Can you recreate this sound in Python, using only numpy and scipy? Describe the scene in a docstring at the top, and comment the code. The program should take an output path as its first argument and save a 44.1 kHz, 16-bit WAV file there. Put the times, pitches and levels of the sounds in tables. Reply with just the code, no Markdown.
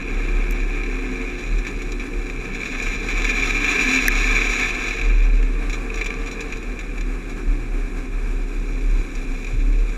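"""Corn pours from a combine's auger into a grain cart, heard from the cart's rim.
The kernels rattle the steel, hardest while the stream swings close to the near wall, and hiss on the heap.
Two diesel engines drone, and the rolling cart shudders at a very low pitch.
Stray kernels tap the cart and, at two moments, a camera fixed to the rim."""
import sys
import numpy as np
from scipy import signal
from scipy.fft import rfft, irfft
from scipy.io import wavfile

SR = 44100
rng = np.random.default_rng(int(sys.argv[2]) if len(sys.argv) > 2 else 0)


def dump(signal):
    """Clip the signal to [-1, 1] and save it as 16-bit WAV at the path in sys.argv[1]."""
    limited = np.clip(np.atleast_2d(signal).T, -1, 1)
    pcm = np.round(limited * 32767).astype(np.int16)
    wavfile.write(sys.argv[1], SR, pcm)


N = 439677
TIME = np.arange(N) / SR
HZ = np.fft.rfftfreq(N, 1 / SR)

# the pitches the cart's steel rings at (narrow ones ring longer): pitch_hz, width_hz, level_db
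STEEL_RINGS = [(264, 52, -10.5), (410, 64, -11), (744.4, 62, -16), (1077, 129, -16.5), (1257, 27, -13),
               (1286, 112, -16), (1601, 90, -10.5), (1742, 97, -8), (2254, 180, -6.5), (2391, 164, -0.5),
               (2410, 23, -4), (2645, 78, -9.5), (3070, 63, -22), (3425, 170, -19.5), (3527, 25, -13),
               (3650, 14, -16.5), (3790, 66, -17), (4007, 167, -17.5), (4027, 15, -13), (4768, 116, -24.5),
               (5260, 220, -27), (5690, 147, -20.5), (5965, 176, -23.5), (6800, 230, -20.5),
               (7160, 700, -29), (9700, 700, -41.5), (10420, 510, -40.5), (11700, 370, -41),
               (13300, 330, -45), (14380, 730, -52)]
# how hard the corn hits as the spout swings to the near wall and back: time_s, level_db
POUR_STRENGTH = [(0, -34), (1.1, -33.5), (2.2, -40), (2.88, -30), (3.15, -28), (3.28, -24), (3.46, -25),
                 (3.8, -18), (4.05, -22), (4.6, -22.5), (5.03, -29.5), (5.15, -35), (5.85, -45.5),
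                 (6.05, -38), (6.7, -42.5), (8.2, -51.5), (8.8, -45), (9.97, -44)]
# kernels land softly on grain or sharply on bare steel: time_s, treble_db
LANDING_HARDNESS = [(0, -5.5), (1, -4), (1.7, 1.5), (2.3, -1), (3, 2), (4, 0.5), (4.8, 0.5), (5.3, -2.5),
                    (5.9, -3), (6.6, 0), (7.5, -3.5), (8.7, 4.5), (9.97, 4.5)]
# grain sliding on the heap, mixed with the threshing din: pitch_hz, level_db
HEAP_SPECTRUM = [(200, 0.5), (560, 2.5), (700, 0.5), (1000, -1.5), (1500, -1), (2000, -7.5), (2400, -4),
                 (3000, -13), (4000, -11.5), (5000, -13.5), (6500, -14), (8200, -11), (10500, -14),
                 (12000, -17), (15000, -19)]
# the heap's rush, brighter as the heap rises over the rim: time_s, level_db, treble_db
HEAP_RUSH = [(0, -38.5, -1), (1.2, -39, -0.5), (2.2, -40.5, 2), (3, -37, -4), (4, -37.5, -10),
             (5, -35.5, -6.5), (5.3, -40.5, -1), (5.7, -38, 0), (6.3, -38, -1.5), (7, -41, 1.5),
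             (8.2, -40.5, 2), (9, -41.5, 3.5), (9.97, -42, 3)]
# the tones of each engine: pitch_hz, level_db
TRACTOR_TONES = [(88.8, -54), (118.4, -54), (177.6, -50), (296, -51), (414, -50), (533, -54)]
COMBINE_TONES = [(121.5, -49), (160, -53.5), (188.4, -50.5), (289, -43), (321, -51), (380, -61),
                 (407, -49.5), (480, -55.5)]
# the tractor's exhaust note: time_s, pitch_hz, level_db
EXHAUST_NOTE = [(0, 353, -46), (.3, 353.2, -40), (1.2, 360, -38), (1.6, 355.5, -43), (2.3, 358, -40.5),
                (2.7, 359, -51), (4.1, 353.7, -44), (5.1, 356.7, -46.5), (9.97, 356.4, -48)]
# the roar of fans and threshing gear: pitch_hz, width_hz, level_db
ROAR_BANDS = [(58.4, 43, 0), (123.5, 15.6, -0.5), (191.3, 15, -0.5), (258.3, 48, 2.5), (308.5, 7.6, -0.5),
              (354, 19, -2), (396, 31, -7), (476, 57, -11.5)]
# how the roar, two machine hums and a faint whine swell and fade: time_s, level_db
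ROAR_LEVEL = [(0, -29), (1.2, -32.5), (2.2, -32), (3, -29.5), (4, -30.5), (5, -35), (6.3, -33), (7.5, -32),
              (8.3, -33.5), (9.97, -35.5)]
LOW_HUM_LEVEL = [(0, -58), (1.15, -32.5), (1.5, -41), (3.55, -41), (3.9, -24), (4.25, -40.5), (5.6, -32),
                 (6.7, -44.5), (9.97, -37.5)]
HIGH_HUM_LEVEL = [(0, -44), (2.7, -45.5), (3.6, -41.5), (5.3, -43), (6.5, -41.5), (6.9, -60.5), (9.97, -49)]
WHINE_LEVEL = [(5, -65), (5.7, -48), (6.2, -46), (6.7, -59), (8, -70)]
# how fast the cart's wall swings: time_s, pitch_hz
SHUDDER_PITCH = [(0, 34), (.5, 36.35), (2.4, 36.13), (2.7, 30.84), (3.1, 36.7), (3.8, 34.5), (4.3, 36.63),
                 (5.5, 36.6), (6.9, 38), (7.5, 34.5), (8.85, 35), (9.15, 30.89), (9.7, 36)]
# the swing between bumps, less on smooth ground: time_s, level_db
IDLE_SWING = [(0, -28.5), (1.75, -32.5), (2.4, -29), (2.7, -36), (3.4, -25), (3.9, -31.5), (4.7, -28),
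              (6.05, -28), (6.3, -33), (6.7, -30), (7.3, -31.5), (9.97, -29)]
# bumps that set the cart shuddering: start_s, level_db, hold_s, decay_s
GROUND_BUMPS = [(.12, -20, .08, 0.11), (0.277, -17.5, .12, 0.59), (1.476, -18.5, .12, .03),
                (1.84, -24, 0.17, .03), (2.114, -25, 0.05, 0.18), (2.83, -21, .06, 0.11),
                (3.1, -21.5, .08, .3), (4.02, -19, 0.31, .13), (5.015, -14.5, 0.4, 0.19),
                (6.96, -22.5, .18, .05), (7.451, -14, 0.076, .035), (7.659, -21, 0.19, .025),
                (7.894, -23.5, 0.1, 0.045), (8.117, -22, .33, 0.023), (8.55, -23.5, 0.22, 0.045),
                (8.81, -15.5, 0.19, 0.03), (9.14, -22, 0.046, .02), (9.256, -23, 0.12, 0.041),
                (9.522, -15, .3, 0.071)]
# thuds of the hardest jolts: middle_s, level_db, half_length_s
JOLT_THUDS = [(0.122, -46, .15), (1.65, -40, 0.15), (3.58, -37, 0.086), (5.003, -30.5, 0.063),
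              (7.469, -36.5, 0.044), (8.248, -33.5, 0.2), (8.703, -39, 0.11), (8.971, -32, 0.079),
              (9.555, -24.5, 0.065), (9.722, -37, 0.06)]
# kernels hitting the camera: start_s, tick_db, knock_db, tick_length_s
CAMERA_STRIKES = [(0.5094, -24, -33, .0007), (0.5228, -32, -45, .0008), (4.0811, -8, -2, .0015)]
# the pitches in the tick of the camera's shell: pitch_hz, width_hz, level_db
SHELL_RINGS = [(6100, 1100, -2), (7700, 1000, -3), (10200, 1200, -6), (12050, 490, 1), (14200, 1130, -21)]
# single kernels and small spatters on the steel: start_s, level_db, treble_db, skitter_s
KERNEL_TAPS = [(0.835, -21, -22, .003), (0.863, -22, -28.5, 0.005), (1.584, -28, -8, 0.0069),
               (1.651, -20.5, -21, 0.0032), (1.668, -19.5, -16, 0.01), (1.82, -25, -12, 0.0058),
               (1.92, -24, -7, 0.0045), (1.997, -23, -23, 0.013), (2.299, -20.5, -20, .004),
               (2.547, -23, -15, 0.011), (2.633, -18, -24, 0.0028), (2.658, -19, -20, 0.003),
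               (2.751, -17.5, -33, 0.0037), (2.825, -21.5, -8.5, .008), (2.866, -17, -19, 0.011),
               (3.087, -15, -17.5, 0.0085), (3.245, -11, -21, 0.0052), (3.2926, -15, -25, 0.006),
               (3.380, -16, -22, 0.0025), (3.988, -10.5, -34, 0.0043), (4.389, -11, -28, 0.0029),
               (4.416, -13, -30, .004), (4.595, -11.5, -20, 0.0062), (5.014, -14.5, -19, 0.0027),
               (5.428, -25, -14, 0.0036), (5.697, -22.5, -12, 0.007), (5.729, -19, -12.5, 0.013),
               (5.902, -19.5, -26, 0.0032), (5.943, -22.5, -15, 0.004), (5.957, -27, -8, 0.0043),
               (5.974, -21.5, -16, 0.012), (6.012, -14.5, -23, 0.0058), (6.044, -21.5, -12, 0.0044),
               (6.0603, -17.5, -16, .006), (6.105, -17, -25, 0.0021), (6.14, -26, -16, .003),
               (6.2613, -24, -16, .005), (6.273, -24, -15, 0.0085), (6.313, -26, -9, 0.012),
               (6.393, -25, -22, 0.0043), (6.406, -23.5, -10, 0.008), (6.524, -19.5, -20, 0.0063),
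               (6.57, -33, -2, 0.0045), (6.628, -26, -16, 0.0037), (6.791, -23, -16, 0.006),
               (6.81, -25, -20, .004), (6.979, -25, -16, 0.0043), (7.010, -22.5, -17, 0.0033),
               (7.296, -31, -11, 0.009), (9.153, -28, -6, .004), (9.446, -26.5, -15, 0.0035),
               (9.468, -28, -15, 0.0085)]


def amp(db):
    """Turn decibels into a number to multiply by."""
    return 10 ** (np.asarray(db) / 20)


def evened(x):
    """Scale a signal to an average strength (rms) of 1."""
    return x / np.sqrt(np.mean(x ** 2) + 1e-20)


def curve(rows, column=1):
    """One column of a table, joined by straight lines in time."""
    columns = np.transpose(rows)
    return np.interp(TIME, columns[0], columns[column])


def add(mix, start_s, sound):
    """Mix a sound in at its start time."""
    part = mix[max(round(start_s * SR), 0):][:len(sound)]
    part += sound[:len(part)]


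def response(rings, hz=HZ):
    """How strongly something that rings passes each frequency."""
    powers = (amp(db) ** 2 / (1 + 5 / 3 * ((hz - pitch) / width) ** 2) ** 2 for pitch, width, db in rings)
    return np.sqrt(sum(powers))


def ring(rings, treble_db=0, bass_db=0, size=4096):
    """The ringing after one sharp hit, with treble and bass turned up or down."""
    hz = abs(np.fft.fftfreq(size, 1 / SR))
    octaves = np.log2((hz + 1) / 2500)
    tone_db = treble_db * np.clip(octaves, 0, 1) + bass_db * np.clip(-octaves, 0, 1)
    log_gain = np.log(response(rings, hz) * amp(tone_db) + 1e-5)
    spectrum = np.exp(np.conj(signal.hilbert(log_gain)))  # nothing sounds before the hit
    return np.fft.ifft(spectrum).real[:size // 2]


def noise(gain):
    """Noise of strength 1, shaped by a gain for each frequency."""
    return evened(irfft(rfft(rng.standard_normal(N)) * gain, N))


def drift(rate_hz):
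    """A slow random wander of strength 1."""
    return noise(np.exp(-(HZ / rate_hz) ** 2) * (HZ > 0))


def treble_of(sound, above_hz):
    """The high part of a sound."""
    return irfft(rfft(sound) * (1 - 1 / (1 + (HZ / above_hz) ** 6)), N)


def corn_stream(most_per_s=4600, surge_db=0.86, spread_db=2.5, clump_db=1.0, sparkle_db=1.48):
    """Thousands of kernels strike the steel in clumps; a harder pour means more of them."""
    level = amp(curve(POUR_STRENGTH) + surge_db * drift(8))
    per_s = most_per_s * np.sqrt(level / level.max())
    strikes = (rng.random(N) < per_s / SR) * rng.choice([-1, 1], N) / np.sqrt(per_s)
    strikes *= amp(spread_db * np.minimum(rng.exponential(1, N), 3.5))
    strikes *= amp(clump_db * drift(30))
    rattle = evened(signal.oaconvolve(strikes, ring(STEEL_RINGS))[:N])
    # harder, shorter hits carry more treble
    brightness = amp(curve(LANDING_HARDNESS) + sparkle_db * drift(21))
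    return level * (rattle + treble_of(rattle, above_hz=3300) * (brightness - 1))


def sliding_heap(steel_share=0.5, flutter_db=1.24):
    """Sliding grain makes a smooth rush, coloured by the broad rings of the cart's walls."""
    hz, db = np.transpose(HEAP_SPECTRUM)
    grain = amp(np.interp(np.log(HZ + 1), np.log(hz), db))
    walls = response([row for row in STEEL_RINGS if row[1] > 38])
    rush = noise(grain * walls ** steel_share)
    rush += treble_of(rush, above_hz=5500) * (amp(curve(HEAP_RUSH, column=2)) - 1)
    return rush * amp(curve(HEAP_RUSH) + flutter_db * drift(15.3))


def stray_kernels(per_s=16, above_pour_db=4.0, spread_db=3):
    """Lighter kernels bounce out of the stream at random and patter on the near wall."""
    sizes = amp(curve(POUR_STRENGTH) + above_pour_db + spread_db * rng.uniform(-1, 1, N))
    strikes = sizes * (rng.random(N) < per_s / SR)
    tap = ring(STEEL_RINGS, treble_db=3, bass_db=-5)
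    return signal.oaconvolve(strikes, tap / abs(tap).max())[:N]


def engine(tones, speed_wander=0.0028, waver_db=4.5):
    """Tones share one slightly unsteady speed; each wavers on its way through the open air."""
    clock = np.cumsum(1 + speed_wander * drift(2.92)) / SR
    return np.sqrt(2) * sum(
        amp(db + waver_db * drift(2.8)) * np.sin(2 * np.pi * (hz * clock + rng.random()))
        for hz, db in tones)


def hum(pitch_hz, width_hz, fuzz):
    """A wavering tone inside a narrow band of noise."""
    return evened(engine([(pitch_hz, 0)]) + fuzz * noise(response([(pitch_hz, width_hz, 0)])))


def machines():
    """Both engines drone over the roar of fans and threshing gear."""
    tractor = engine(TRACTOR_TONES, speed_wander=0.0018, waver_db=2.5)
    combine = engine(COMBINE_TONES, waver_db=4.0)
    turns = np.cumsum(curve(EXHAUST_NOTE)) / SR
    exhaust = np.sqrt(2) * np.sin(2 * np.pi * turns) * amp(curve(EXHAUST_NOTE, column=2))
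    low_hum = hum(258.4, width_hz=6.5, fuzz=0.94) * amp(curve(LOW_HUM_LEVEL) - 3)
    high_hum = hum(453, width_hz=17.6, fuzz=4.1) * amp(curve(HIGH_HUM_LEVEL))
    whine = hum(1165, width_hz=35, fuzz=3) * amp(curve(WHINE_LEVEL))
    roar = noise(response(ROAR_BANDS)) * amp(curve(ROAR_LEVEL) - 5)
    return (tractor + combine) * amp(-3.5) + exhaust + low_hum + high_hum + whine + roar


def swing_size(build_s=0.066, throb_db=0.75, idle_waver_db=2.5):
    """Each bump builds the wall's swing up, holds it and lets it die back to an uneven idle."""
    power = amp(curve(IDLE_SWING) + idle_waver_db * drift(8.7)) ** 2
    for start_s, db, hold_s, decay_s in GROUND_BUMPS:
        rise = .5 + .5 * np.tanh(2 * (TIME - start_s) / build_s - .5)
        fall = np.exp(-np.maximum(TIME - start_s - hold_s, 0) / decay_s)
        power += (amp(db) * rise * fall) ** 2
    return np.sqrt(power) * amp(throb_db * drift(16))


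def cart_shudder(roughness=0.1, wobble_hz=0.63, rolling_db=-37):
    """The wall swings at one low pitch over the rumble of rolling; jolts add higher thuds."""
    turns = np.cumsum(curve(SHUDDER_PITCH) + wobble_hz * drift(4.9)) / SR
    swing = np.sqrt(2) * np.sin(2 * np.pi * turns) + roughness * noise(response([(35, 3.9, 0)]))
    rolling = amp(rolling_db) * noise(response([(26.3, 9.6, 3.6), (47.8, 4.2, 0.5)]))
    jolts = sum(amp(db - 1) * np.exp(-((TIME - middle_s) / half_s) ** 2)
                for middle_s, db, half_s in JOLT_THUDS)
    thuds = jolts * noise(response([(49.0, 10, -8.5), (104, 38, -20.5)]))
    return swing * swing_size() + rolling + thuds


def camera_hits(knock_delay_s=0.0015, size=900):
    """A kernel ticks brightly on the camera's shell, then the hollow case knocks."""
    out, t = np.zeros(N), np.arange(size) / SR
    knock = ring([(1740, 110, 3), (2010, 180, -3.0), (5800, 600, -18)])
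    for start_s, tick_db, knock_db, tick_s in CAMERA_STRIKES:
        contact = rng.standard_normal(size) * np.exp(-(t / tick_s) ** 2 / 2)
        tick = signal.fftconvolve(contact, ring(SHELL_RINGS))
        add(out, start_s, amp(tick_db) * tick / abs(tick).max())
        add(out, start_s + knock_delay_s, amp(knock_db) * knock / abs(knock).max())
    return out


def kernel_taps(usual_treble_db=-19, size=1800):
    """Kernels strike the steel, skitter and settle, too light to stir its low notes much."""
    out, t = np.zeros(N), np.arange(size) / SR
    for start_s, db, treble_db, skitter_s in KERNEL_TAPS:
        first_hit = t == 0
        skitter = .13 * rng.standard_normal(size) * np.exp(-(t / (2 * skitter_s)) ** 1.4)
        steel = ring(STEEL_RINGS, treble_db - usual_treble_db, bass_db=-3)
        tap = signal.fftconvolve(first_hit + skitter, steel)
        add(out, start_s, amp(db + 0.5) * tap / abs(tap).max())
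    return out


def scene():
    """Add all the sounds into one channel."""
    corn = corn_stream() + sliding_heap() + kernel_taps() + stray_kernels() + camera_hits()
    return (corn + machines() + cart_shudder())[None]


def record(dry):
    """Cap the peaks at full scale, then cut the highest treble."""
    cutoff_hz = 15450
    low_pass = signal.firwin(511, cutoff_hz, window=("kaiser", 9), fs=SR)
    return signal.oaconvolve(np.clip(dry, -1, 1), low_pass[None], "same")


dry = scene()
out = record(dry)
dump(out)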